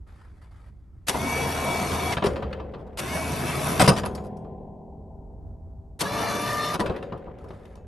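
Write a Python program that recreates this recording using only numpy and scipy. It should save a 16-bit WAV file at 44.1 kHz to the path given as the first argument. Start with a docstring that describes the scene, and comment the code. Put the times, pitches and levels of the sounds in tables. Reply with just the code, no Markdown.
"""Clacks, a whining and grinding winch and heavy bangs: an electric winch on a utility vehicle lowers
a snow plow in two bursts, then lifts it, heard from the cab. The motor is sine orders of its shaft and
gear mesh over modulated noise; the blade is noise bursts ringing steel modes; the coil springs are
slowly decaying sines and noise. Swaying scrapes follow; a rustling jacket and light wind lie underneath."""
import sys
import numpy as np
from scipy import signal
from scipy.fft import rfft, irfft, next_fast_len
from scipy.io import wavfile
from scipy.ndimage import uniform_filter1d, map_coordinates

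SR = 44100
rng = np.random.default_rng(int(sys.argv[2]) if len(sys.argv) > 2 else 0)


def inscribe(sig):
    """Save sig as 16-bit PCM at rate SR to the path in sys.argv[1].

    A 1-D sig is mono; a 2-D sig holds one channel per row.
    Samples are clipped to [-1, 1] before scaling.
    """
    pcm = np.round(np.clip(np.atleast_2d(sig).T, -1, 1) * 32767)
    wavfile.write(sys.argv[1], SR, pcm.astype(np.int16))


N = 347067

# motor runs, two down and one up: [switch on t/s, switch off t/s, clack level/dB]
RUNS = [(1.068, 2.12, -20), (2.972, 3.808, -31), (5.991, 6.744, -24)]
MOTOR_LAG_S = 0.02  # switch-on to motor fed
SLOWING_PER_S = 6.2  # decay rate of speed after switch-off

# shaft orders, lowering: [multiple of shaft speed, level/dB]
ORDERS_DOWN = [(1, -39), (1.72, -41.5), (2, -52), (3, -45.5), (3.48, -45), (5.42, -46), (8.38, -47),
               (8.9, -47.5), (12, -49), (16.3, -51.5)]
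# lowering runs: [full-speed whine f/Hz, whine level/dB, first swell t/s, fraying/(rad/s^2),
# hum and grinding level/dB, their growth/(dB/s)]
LOWERINGS = [(2286, -35, 1.353, .4, 1, -0.5), (2271, -42, 3.17, 10, -1, 1.5)]
LOWERING_SPEED_LACK, LOWERING_SPIN_UP_S = 0.48, 0.051  # share missing when fed, time constant
DRUM_HZ, SWELL_DB, WHINE_FADE_DB_PER_S = 2.66, 5, 6.5
SQUEAK_DB, SQUEAK_LAG_S, SQUEAK_HALF_WIDTH_S = 12.5, 0.016, 0.006  # as the brake bites


def lowering():
    """Unloaded motor runs up to a steady speed; its whine swells per drum turn, frays as the cable slackens."""
    out = np.zeros((2, N))
    for (on, off, _), row in zip(RUNS, LOWERINGS):
        full_hz, whine_db, swell_s, fray, grind_db, growth = row
        age = np.clip(clock() - on, 0, off - on)
        pace = speed(on, off, LOWERING_SPEED_LACK, LOWERING_SPIN_UP_S)
        whine = turning(full_hz * pace)
        shaft = whine / 28.3
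        whine = whine + fray * age ** 2 * wobble(110)

        swell_db = SWELL_DB * np.cos(2 * np.pi * DRUM_HZ * (clock() - swell_s))
        swell_db -= WHINE_FADE_DB_PER_S * age
        swell_db += SQUEAK_DB * bump(off + SQUEAK_LAG_S, SQUEAK_HALF_WIDTH_S)
        partials = np.sin(whine + 0.205 * wobble(58))
        partials += amp(-25.0) * np.sin(2 * whine)
        partials += amp(-16.0) * np.sin(whine - shaft + wobble(27))  # shaft sideband
        tone = np.sqrt(2) * amp(whine_db + swell_db) * pace ** 4 * partials

        hum = pace ** 5 * lines(shaft, ORDERS_DOWN, slip=0.27, slip_rate=11, flutter_db=2.5)
        grind = grinding(on, shaft, growl_db=-2, hiss_db=4.5, throb=0.056, grain_db=1.0)
        rough = amp(grind_db + growth * age) * (hum + grind)
        out += powered(on, off, coast=0.052) * (tone + rough)
    return out


# shaft orders, lifting: [multiple of shaft speed, level/dB]
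ORDERS_UP = [(1.5, -43), (2, -59), (3, -46.5), (5.33, -50), (6, -43.5), (7.8, -41), (8.22, -45),
             (9.75, -45.5), (13.3, -49), (15.6, -45.5)]
# overtones of the loaded gear mesh: [multiple of mesh rate, level/dB]
MESH_TONES = [(2, -39), (3, -41.5), (4, -53), (5, -51), (6, -47), (7, -47), (8, -51), (9, -52.5),
              (10, -51.5), (11, -56.5)]
# overtones that ring out in turn as the load shifts: [t/s, half width/s, multiple of mesh rate, level/dB]
OVERTONES = [(6.065, 0.014, 3, -35), (6.34, 0.19, 4, -43.5), (6.595, 0.042, 3, -37.5), (6.62, .05, 7, -47),
             (6.69, 0.034, 6, -42)]
LIFTING_SPEED_LACK, LIFTING_SPIN_UP_S = 0.27, 0.033  # share missing when fed, time constant
NOMINAL_MESH_HZ = 595
LOAD_S, LOAD_HALF_WIDTH_S, LOAD_SAG = 6.35, 0.091, 0.018  # cable takes the weight; sag as share of speed
RECOVERY_PER_S = 0.027  # speed share regained as the blade rises
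SLACK_TONE_DB, LOADED_TONE_DB, BUZZ_DB = -53.5, -33.5, 0.5
GROWL_EASING_DB, TREBLE_EASING_DB = 5, 1  # drops under load; treble: buzz and hiss


def lifting():
    """Blade weight slows the motor; the rough mesh buzz gains a clean, slowly rising tone as the load settles."""
    on, off, _ = RUNS[-1]
    sag = LOAD_SAG * bump(LOAD_S, LOAD_HALF_WIDTH_S)
    recovery = RECOVERY_PER_S * np.maximum(clock() - LOAD_S, 0)
    pace = speed(on, off, LIFTING_SPEED_LACK, LIFTING_SPIN_UP_S) * (1 - sag + recovery)
    load = (1 + np.tanh((clock() - LOAD_S) / LOAD_HALF_WIDTH_S)) / 2
    mesh = turning(NOMINAL_MESH_HZ * pace)
    shaft = mesh / 8

    clean_db = SLACK_TONE_DB + load * (LOADED_TONE_DB - SLACK_TONE_DB)
    tone = sine(clean_db, 2 * mesh + 0.13 * wobble(62))
    overtones = sum(bump(s, width) * sine(db, k * mesh + 0.7 * wobble(80)) for s, width, k, db in OVERTONES)
    hum = lines(shaft, ORDERS_UP, slip=0.32, slip_rate=11, flutter_db=1.5)

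    cable_tug = amp(0.99 * wobble(45))  # winding onto the drum
    eccentric = 1 + 0.3 * np.sin(shaft + wobble(30))  # teeth bite harder once a turn
    buzz = eccentric * lines(mesh, MESH_TONES, slip=1.3, slip_rate=150, flutter_db=3.5)
    buzz = amp(BUZZ_DB - TREBLE_EASING_DB * load) * pace ** 6 * buzz
    growl_db = -0.5 - GROWL_EASING_DB * load
    hiss_db = 3.5 - TREBLE_EASING_DB * load
    grind = grinding(on, shaft, growl_db, hiss_db, throb=0.051, grain_db=0.0)
    return powered(on, off, coast=0.013) * (tone + overtones + hum + cable_tug * (buzz + grind))


# winch noise colours: [f/Hz, spectral level/dB]
GROWL = [(45, -36.5), (100, 1), (200, 4), (320, -1), (450, 0.5), (580, -2), (750, -2), (1100, -3.5),
         (1500, -8), (2200, -20), (4000, -65)]
HISS = [(900, -24), (1800, 3.5), (2700, 1), (3300, -1.5), (4000, -3), (4600, -3.5), (5800, -2), (6600, -6),
        (8000, -7), (9500, -2.5), (11000, 3), (12100, -5.5), (12700, -23), (13600, -60)]
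# winch housing resonances: [f/Hz, width/Hz, lift/dB]
HOUSING = [(677, 40, 5.3), (940, 9.2, 2.7), (2594, 150, 2.7), (2913, 160, 3.3), (3600, 140, 5.7),
           (4380, 130, 3.8)]
# grinding surges where the cable drags on the drum: [t/s, half width/s, level/dB]
SURGES = [(3.159, 0.029, 3.5), (3.49, .025, 2), (3.68, 0.069, 3), (6.27, 0.014, 0.5)]
GROWL_BASE_DB, HISS_BASE_DB = -27.5, -40
START_DB, BUILD_S = -3, 0.17  # offset at switch-on, its Gaussian recovery


def grinding(on, shaft, growl_db, hiss_db, throb, grain_db):
    """Gear teeth and brushes rub in the housing, building up after the start, unevenly over each turn."""
    build_db = START_DB * np.exp(-(np.maximum(clock() - on, 0) / BUILD_S) ** 2)
    build_db += sum(db * bump(s, width) for s, width, db in SURGES)
    teeth = unit((1 + throb * np.sin(shaft)) * amp(grain_db * wobble(500)))
    growl = patchy(noise(GROWL, HOUSING, ripple_db=3.5, ripple_hz=20), depth_db=2.5)
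    growl = amp(GROWL_BASE_DB + growl_db + build_db + 0.82 * wobble(25)) * growl
    hiss = patchy(noise(HISS, HOUSING, ripple_db=3.5), depth_db=3.0)
    hiss = amp(HISS_BASE_DB + hiss_db + 0.95 * build_db) * hiss
    return teeth * (growl + hiss)


def lines(angle, orders, slip, slip_rate, flutter_db):
    """Multiples of a rotation; backlash shakes the phase and size of each."""
    return sum(sine(db + flutter_db * wobble(18), k * angle + slip * wobble(slip_rate)) for k, db in orders)


def speed(on, off, lack, spin_up_s):
    """Share of full speed: exponential run-up once fed, braked exponentially after switch-off."""
    age = np.maximum(clock() - on - MOTOR_LAG_S, 0)
    run_up = 1 - lack * np.exp(-age / spin_up_s)
    return run_up * np.exp(-SLOWING_PER_S * np.maximum(clock() - off, 0))


def powered(on, off, rise=0.0039, coast=0.018):
    """Motor gate: ramps to 1 once fed, back to 0 over the coast after switch-off."""
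    fed = on + MOTOR_LAG_S
    return np.interp(clock(), [fed, fed + rise, off, off + coast], [0, 1, 1, 0])


def turning(hz):
    """Angle/rad of something that turns at a changing rate."""
    return 2 * np.pi * np.cumsum(hz) / SR


# clack colour: [f/Hz, spectral level/dB]
CLACK = [(200, -3), (1100, 4), (2000, 1), (3600, -1), (6000, -2.5), (8000, -5), (11000, 2), (12500, -12),
         (14000, -34), (16000, -34)]
TICK_DB, BRAKE_LAG_S, CLACK_S = -34, 0.014, 0.015


def contactor():
    """Contacts snap shut with a tick, then the brake lets go with a bright clack: noise bursts in the housing."""
    snaps = []
    for on, _, clack_db in RUNS:
        snaps += [(on, TICK_DB), (on + BRAKE_LAG_S, clack_db)]
    env = sum(amp(db) * burst(s, CLACK_S, rise=0.002, t60=0.045) for s, db in snaps)
    return env * unit(amp(1.4 * wobble(600))) * noise(CLACK, HOUSING)


# blade and linkage: [t/s, thud level/dB, clank level/dB, bright edge level/dB, contact length/s]
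KNOCKS = [(1.144, -24, -47, -84, 0.0062), (1.917, -27, -34.5, -46, 0.003),
          (2.121, -29.5, -30.5, -36.5, 0.011), (2.168, -27.5, -28.5, -46, 0.0096),
          (2.221, -23, -34, -68, 0.0094), (2.239, -24, -31.5, -39.5, 0.011),
          (2.257, -24.5, -31, -35, 0.0113), (2.359, -31, -35, -55, 0.0041), (2.423, -30, -38, -60, 0.0033),
          (2.527, -38.5, -39, -62, 0.006), (2.597, -35.5, -47.5, -75, 0.0041),
          (2.736, -39, -50, -88, 0.013), (2.783, -46, -65, -77, 0.037), (2.866, -47, -66, -74, 0.011),
          (3.795, -16, -22, -23, 0.03), (3.837, -25.5, -32, -33.5, 0.031), (3.876, -12, -21, -19.5, 0.018),
          (3.963, -30.5, -33.5, -38, 0.03), (4.034, -28, -36.5, -52.5, 0.0071),
          (4.052, -29.5, -36, -38.5, 0.0095), (4.15, -38.5, -49.5, -41.5, .006),
          (4.177, -38.5, -48.5, -64, 0.0054), (4.238, -49.5, -65, -61.5, 0.033),
          (4.368, -55, -69, -60.5, .003), (4.445, -50, -65, -81.5, .005),
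          (6.738, -29.5, -34.5, -39.5, 0.019), (6.795, -21.5, -32, -37, .016),
          (6.859, -27.5, -30.5, -45, 0.0036), (6.896, -27, -41, -76, 0.0064),
          (6.961, -35.5, -42, -56, 0.0085), (7.026, -39, -42, -60, 0.0041),
          (7.122, -33, -47, -74.5, 0.0045), (7.166, -45.5, -62, -87, 0.0036),
          (7.27, -40.5, -69, -86, 0.0098), (7.441, -42, -66, -66, 0.0042), (7.485, -49, -59, -60, 0.0016),
          (7.505, -39, -49.5, -67, 0.0012), (7.653, -54, -54, -62, 0.0021),
          (7.754, -51, -60, -59.5, 0.0029)]
# colours of thud, clank and bright edge: [f/Hz, spectral level/dB]
THUD = [(30, -26.5), (60, 2.5), (110, 5.5), (180, 5.5), (260, -2.5), (400, -1), (560, -1.5), (750, -5),
        (1100, -7.5), (1500, -14), (3000, -61)]
CLANK = [(600, -8), (1300, 12), (2000, 8.5), (2700, 8), (3800, 4), (5200, -10.5), (6200, -17.5),
         (8000, -22.5), (12000, -45.5)]
EDGE = [(2500, -19), (5000, 6), (6200, -3), (8000, -4), (9200, 1), (11200, 2.5), (12300, -14.5),
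        (13500, -31.5), (15500, -48)]


def blade():
    """Knocks thud through the blade and clank in the mount: noise bursts, metal colours redrawn per knock."""
    knocks = KNOCKS + rattles()
    thud_power, metal = np.zeros(N), np.zeros((2, N))
    for s, thud_db, clank_db, edge_db, length in knocks:
        start = round(s * SR)
        span = slice(start, start + SR // 2)
        hit = burst(s, length, rise=0.0007, t60=0.055)[span]
        tail = burst(s, length, rise=0.004, t60=0.29)[span]
        contact = np.hypot(hit, amp(-14) * tail)
        size = len(contact)
        clank = amp(clank_db) * noise(CLANK, ripple_db=3.5, ripple_hz=80.5, size=size)
        edge = amp(edge_db) * noise(EDGE, ripple_db=5.5, ripple_hz=162.9, size=size)
        metal[:, span] += contact * (clank + edge)
        thud_power += (amp(thud_db) * burst(s, length, rise=0.0011, t60=0.2)) ** 2
    # f/Hz, width/Hz, lift/dB
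    resonances = [(204.0, 43, 1.8), (450, 49, 1.4), (690, 170, 3.8), (983, 77, 7.5), (1190, 170, 6)]
    body = unit(amp(2.2 * wobble(250))) * np.sqrt(thud_power) * noise(THUD, resonances)
    return body + unit(amp(2.2 * wobble(450))) * metal + amp(-10.5) * ringing(knocks)


# steel mount modes: [f/Hz, relative level/dB, t60/s]
STEEL = [(376.7, 1.5, 0.229), (998, 8.5, 0.1), (1740, 4.5, 0.089), (2600, -7.5, 0.23), (3120, -3.5, .16),
         (3930, -11.5, 0.12), (4440, -10, .15), (4737, -12, 0.15), (5000, -8.5, 0.077), (5880, -11.5, .09),
         (6760, -6, 0.22), (8231, -13.5, .28), (8500, -1.5, .09), (11200, 2.5, 0.097)]


def ringing(knocks, scatter_db=5.0, detune=0.0021):
    """Knocks ring the steel at random strengths: thud the low modes, clank the middle, edge the top."""
    out, t = np.zeros(N + SR), np.arange(SR // 2) / SR
    hz, level, t60 = np.transpose(STEEL)[..., None]
    fade = amp(level - 60 * t / t60) * (1 - np.exp(-t / 0.013))
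    for s, thud_db, clank_db, edge_db, _ in knocks:
        size, shift, phase = rng.standard_normal((3, len(STEEL), 1))
        db = np.select([hz < 800, hz < 6200], [thud_db, clank_db], edge_db)
        wave = np.sin(2 * np.pi * (hz * (1 + detune * shift) * t + phase))
        modes = amp(db + scatter_db * size) * fade * wave
        out[round(s * SR):][:len(t)] += modes.sum(0)
    return out[:N]


MEDIAN_GAP_S, RATTLE_S = 0.095, 0.002
RATTLE_DB, RATTLE_FADE_DB_PER_S = -50, 9.5
RATTLE_CLANK_DB, RATTLE_EDGE_DB = -9, -17  # re thud


def rattles(count=12):
    """Loose pins tick at uneven gaps from each sway's start, softer on average with time; rows like KNOCKS."""
    rows = []
    for s, *_ in SWAYS:
        gap, size, bright = rng.standard_normal((count, 3)).T
        ages = np.cumsum(MEDIAN_GAP_S * np.exp(0.44 * gap))
        levels = RATTLE_DB - RATTLE_FADE_DB_PER_S * ages + 3 * size
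        for age, db, b in zip(ages, levels, bright):
            edge_db = db + RATTLE_EDGE_DB + 3.6 * b
            rows.append((s + age, db, db + RATTLE_CLANK_DB, edge_db, RATTLE_S))
    return [row for row in rows if row[0] < N / SR - 0.05]


# blade brought up short by the cable or the ground: [t/s, thunk level/dB, thunk f/Hz, boom level/dB]
THUNKS = [(2.245, -12, 407, -35.5), (3.798, -11.5, 748.5, -48.5), (3.881, -11, 170, -45),
          (6.791, -22.5, 314, -52)]
BOOM_HZ, BOOM_HOLD_S = 70.2, 0.35


def cable():
    """Blade stops dead: a short decaying sine thunks in the panel, a slower low one booms in the frame."""
    turn = 2 * np.pi * clock()
    thunk, boom = np.zeros(N), np.zeros(N)
    for s, thunk_db, hz, boom_db in THUNKS:
        thunk += amp(thunk_db) * burst(s, 0.004, rise=0.0018, t60=0.076) * np.sin(hz * turn)
        boom += amp(boom_db) * burst(s, BOOM_HOLD_S, rise=0.014, t60=0.65)
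    return thunk + boom * amp(3.8 * wobble(15)) * np.sin(BOOM_HZ * turn + 0.29 * wobble(19))


# clear coil spring modes: [f/Hz, relative level/dB, t60/s]
SPRINGS = [(160, -1, 8.1), (203.2, 8, 3.5), (235, -5.5, 8.8), (286, -12.5, 9), (317, -12.5, 7.13),
           (391, 0.5, 5.4), (440, -2.5, 4.6), (495, -14, 4.5), (511, 4, 2.2), (563, -10.5, 2.2),
           (654, -8, 8), (740, 2.5, 3.2), (780, -7, 5.6), (1030, -6.5, 3), (2770, -26.5, 1.6),
           (3300, -17.5, 1.2)]
# jolts that set the springs humming: [t/s, clear modes level/dB, dense shimmer level/dB]
JOLTS = [(2.245, -51, -36.5), (3.85, -43.5, -32.5), (6.801, -53.5, -40)]
# dense spring modes, colour: [f/Hz, spectral level/dB]
SHIMMER = [(45, -18.5), (100, 7.5), (220, 1), (300, -4.5), (420, -0.5), (600, -5), (800, -7), (1020, -15),
           (1150, -24), (1400, -10.5), (3000, -33), (9000, -49.5)]
# dense spring modes, decay: [f/Hz, t60/s]
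SHIMMER_T60 = [(100, 3.4), (600, 4.66), (1000, 5.8), (1200, 1.1), (3000, 1.7), (8000, .8)]
SPRING_WAVER_RAD = 0.4  # phase waver of the swaying springs


def springs():
    """Jolted coil springs hum: decaying sines over a dense noise shimmer; the treble dies first."""
    out = np.zeros((2, N))
    for s, modes_db, shimmer_db in JOLTS:
        start = round(s * SR)
        t = clock()[:N - start]
        ring = np.zeros(len(t))
        for mode_hz, db, t60 in SPRINGS:
            angle = 2 * np.pi * (mode_hz * t + rng.random()) + SPRING_WAVER_RAD * wobble(9)[start:]
            ring += sine(db - 60 * t / t60, angle)
        hz, age, bands = signal.stft(noise(SHIMMER), SR, nperseg=512)
        decay = amp(-60 * age / along(SHIMMER_T60, hz)[:, None])
        shimmer = signal.istft(bands * decay, SR, nperseg=512)[1][:, :len(t)]
        onset = 1 - np.exp(-t / 0.0055)
        out[:, start:] += onset * (amp(modes_db) * ring + amp(shimmer_db) * shimmer)
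    return out


# blade sways after a stop: [start t/s, end t/s, level/dB]
SWAYS = [(2.254, 3.004, -36.5), (6.813, 7.877, -37.5)]
SWAY_RISE_S, SWAY_FADE_S, SWAY_POWER = 0.016, 0.19, 1.67  # dies as a power of time


def scraping():
    """Hanging blade sways: pins grate as jittery noise, the panel drones with them as low noise."""
    # f/Hz, spectral level/dB
    grate_colour = [(700, -19.0), (1100, 5.5), (1600, 7.5), (3000, -4.5), (5000, -22), (8000, -36),
                    (12000, -46.0)]
    drone_colour = [(200, -1), (380, 8.0), (560, 13.0), (700, -13), (1000, -46), (1500, -51.5)]
    grating = unit(amp(3.2 * wobble(200) + 0.83 * wobble(30))) * noise(grate_colour)
    drone = noise(drone_colour)
    sway = np.zeros(N)
    for start, end, db in SWAYS:
        age = np.maximum(clock() - start, 0)
        fade = (1 + age / SWAY_FADE_S) ** SWAY_POWER
        sway += amp(db) * burst(start, end - start, rise=SWAY_RISE_S, t60=0.2) / fade
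    return sway * (amp(-7.0) * grating + amp(10.0) * drone)


# jacket strokes: [t/s, level/dB, length/s]
RUSTLES = [(0, -75.5, 1.44), (0.065, -60.5, 0.15), (0.236, -69, 0.15), (0.413, -54.5, 0.029),
           (0.507, -63.5, 0.168), (7.404, -61.5, 0.33)]
# cloth colour: [f/Hz, spectral level/dB]
CLOTH = [(500, 2), (1000, 3.5), (1300, -0.5), (1700, 1.5), (2300, -3), (2700, -11), (3500, -11),
         (5000, -18.5), (8000, -19.5), (11000, -12), (13000, -45)]
# cloth resonances: [f/Hz, width/Hz, lift/dB]
CLOTH_PEAKS = [(1290, 130, 10), (2310, 300, -2), (4820, 450, 6.5)]
RUSTLE_RISE_S, RUSTLE_T60_S = 0.0043, 0.18


def jacket():
    """Cloth rubs close by in scratchy strokes: patchy noise with a jittery level."""
    strokes = sum(amp(db) * burst(s, length, RUSTLE_RISE_S, RUSTLE_T60_S) for s, db, length in RUSTLES)
    scratch = unit(amp(1.3 * wobble(200) + 1.5 * wobble(30)))
    return strokes * scratch * patchy(noise(CLOTH, CLOTH_PEAKS), depth_db=2.5)


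# colours of the wind rumble and faint outdoor hiss: [f/Hz, spectral level/dB]
RUMBLE = [(20, -17.5), (35, -6.5), (55, 0.5), (85, -2.5), (120, -10.5), (170, -18), (300, -25), (500, -36),
          (1000, -45), (1400, -53), (2400, -74.5)]
AIR = [(500, 0), (1500, -9), (3000, -15), (9000, -16), (12000, -19), (15000, -32)]
WIND_DB, GUST_S, GUST_HALF_WIDTH_S, GUST_DB = -46, 5.5, 0.33, 7


def wind():
    """Light, lumpy low noise with one small gust, and a trace of hiss."""
    level = amp(WIND_DB + GUST_DB * bump(GUST_S, GUST_HALF_WIDTH_S))
    rumble = level * unit(amp(1.2 * wobble(12))) * noise(RUMBLE)
    return rumble + amp(-82) * noise(AIR)


def amp(db):
    """Amplitude ratio of a level/dB."""
    return 10 ** (np.asarray(db) / 20)


def unit(x):
    """x scaled to rms 1."""
    return x / np.sqrt(np.mean(x ** 2) + 1e-20)


def sine(rms_db, angle):
    """Sine of a given rms level."""
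    return np.sqrt(2) * amp(rms_db) * np.sin(angle)


def along(points, hz):
    """(f/Hz, value) points interpolated on a log axis."""
    f, v = np.transpose(points)
    return np.interp(np.log(hz + 1), np.log(f + 1), v)


def clock():
    """Time/s of every sample."""
    return np.arange(N) / SR


def bump(centre, half_width):
    """Bell curve in time: 1 at its centre, 1/e at the half width."""
    return np.exp(-((clock() - centre) / half_width) ** 2)


def wobble(rate):
    """Smooth random curve, rate knots a second."""
    knots = rng.standard_normal(int(N * rate / SR) + 4)
    coarse = np.arange(0, N + 16, 16)
    return np.interp(np.arange(N), coarse, map_coordinates(knots, [coarse * rate / SR]))


def burst(start, length, rise, t60):
    """Contact envelope: rises, holds for its length, decays exponentially."""
    env = np.zeros(N + 2 * SR)
    t = np.arange(2 * SR) / SR
    decay = amp(-60 * np.maximum(t - length, 0) / t60)
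    env[max(round(start * SR), 0):][:len(t)] = (1 - np.exp(-t / rise)) * decay
    return env[:N]


def filtered(x, response):
    """x times a complex response of frequency."""
    n = x.shape[-1]
    m = next_fast_len(n + n // 16)
    return irfft(rfft(x, m) * response(np.fft.rfftfreq(m, 1 / SR)), m)[..., :n]


# left-right likeness of noise: [f/Hz, correlation]
ALIKE = [(100, 0.95), (400, 0.81), (2000, 0.75), (9000, 0.96)]


def noise(spectrum, resonances=(), ripple_db=0, ripple_hz=45, size=N):
    """Stereo noise of rms 1: a smooth colour, its main resonances and a random ripple of lesser ones."""
    def colour(hz):
        db = along(spectrum, hz)
        for centre, width, lift in resonances:
            db = db + lift / (1 + (2 * (hz - centre) / width) ** 2)
        knots = rng.standard_normal(SR // 2)
        db = db + ripple_db * np.interp(hz / ripple_hz, np.arange(len(knots)), knots)
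        turn = np.arccos(np.clip(along(ALIKE, hz), -1, 1)) / 2  # mid/side split
        return amp(db) * [np.cos(turn), np.sin(turn)]
    mid, side = filtered(rng.standard_normal((2, size)), colour)
    return unit(np.array([mid + side, mid - side]))


def patchy(x, depth_db):
    """Narrow bands of x swell and fade by chance; rms 1."""
    bands = signal.stft(x, nperseg=1024)[2]
    field = uniform_filter1d(rng.standard_normal(bands.shape[1:]), 3, 0)  # over frequency
    field = uniform_filter1d(field, 6, 1)  # over time
    return unit(signal.istft(bands * amp(depth_db * unit(field)), nperseg=1024)[1][:, :N])


def scene():
    """Sum of all sources, winch first."""
    winch = lowering() + lifting() + contactor()
    plow = blade() + cable() + springs() + scraping()
    return winch + plow + jacket() + wind()


# two microphone ports, balance: [f/Hz, left re right level/dB]
BALANCE = [(100, -0.5), (280, 0), (430, 3.5), (750, 1.5), (1050, 2.5), (1600, -1), (3000, 3), (4100, 1.5),
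           (5200, 4), (6500, 3), (8500, 0)]
# two microphone ports, phase: [f/Hz, left lead/rad]
PORT_PHASE = [(800, 0), (1350, -.5), (2400, .25), (4000, .1), (8600, 0), (10200, -3.1), (11300, -5.1),
              (12000, -5.6)]
TOP_HZ = 15900


def record(dry):
    """Ports resonate at different pitches, so treble phases part; loud peaks round off; then the band limit."""
    side = np.array([[0.5], [-0.5]])

    def port_response(hz):
        return amp(side * along(BALANCE, hz)) * np.exp(1j * side * along(PORT_PHASE, hz))
    ports = filtered(dry, port_response)
    rounded = ports / (1 + (ports / 0.93) ** 4) ** 0.25
    return filtered(rounded, lambda hz: hz < TOP_HZ)


dry = scene()
out = record(dry)
inscribe(out)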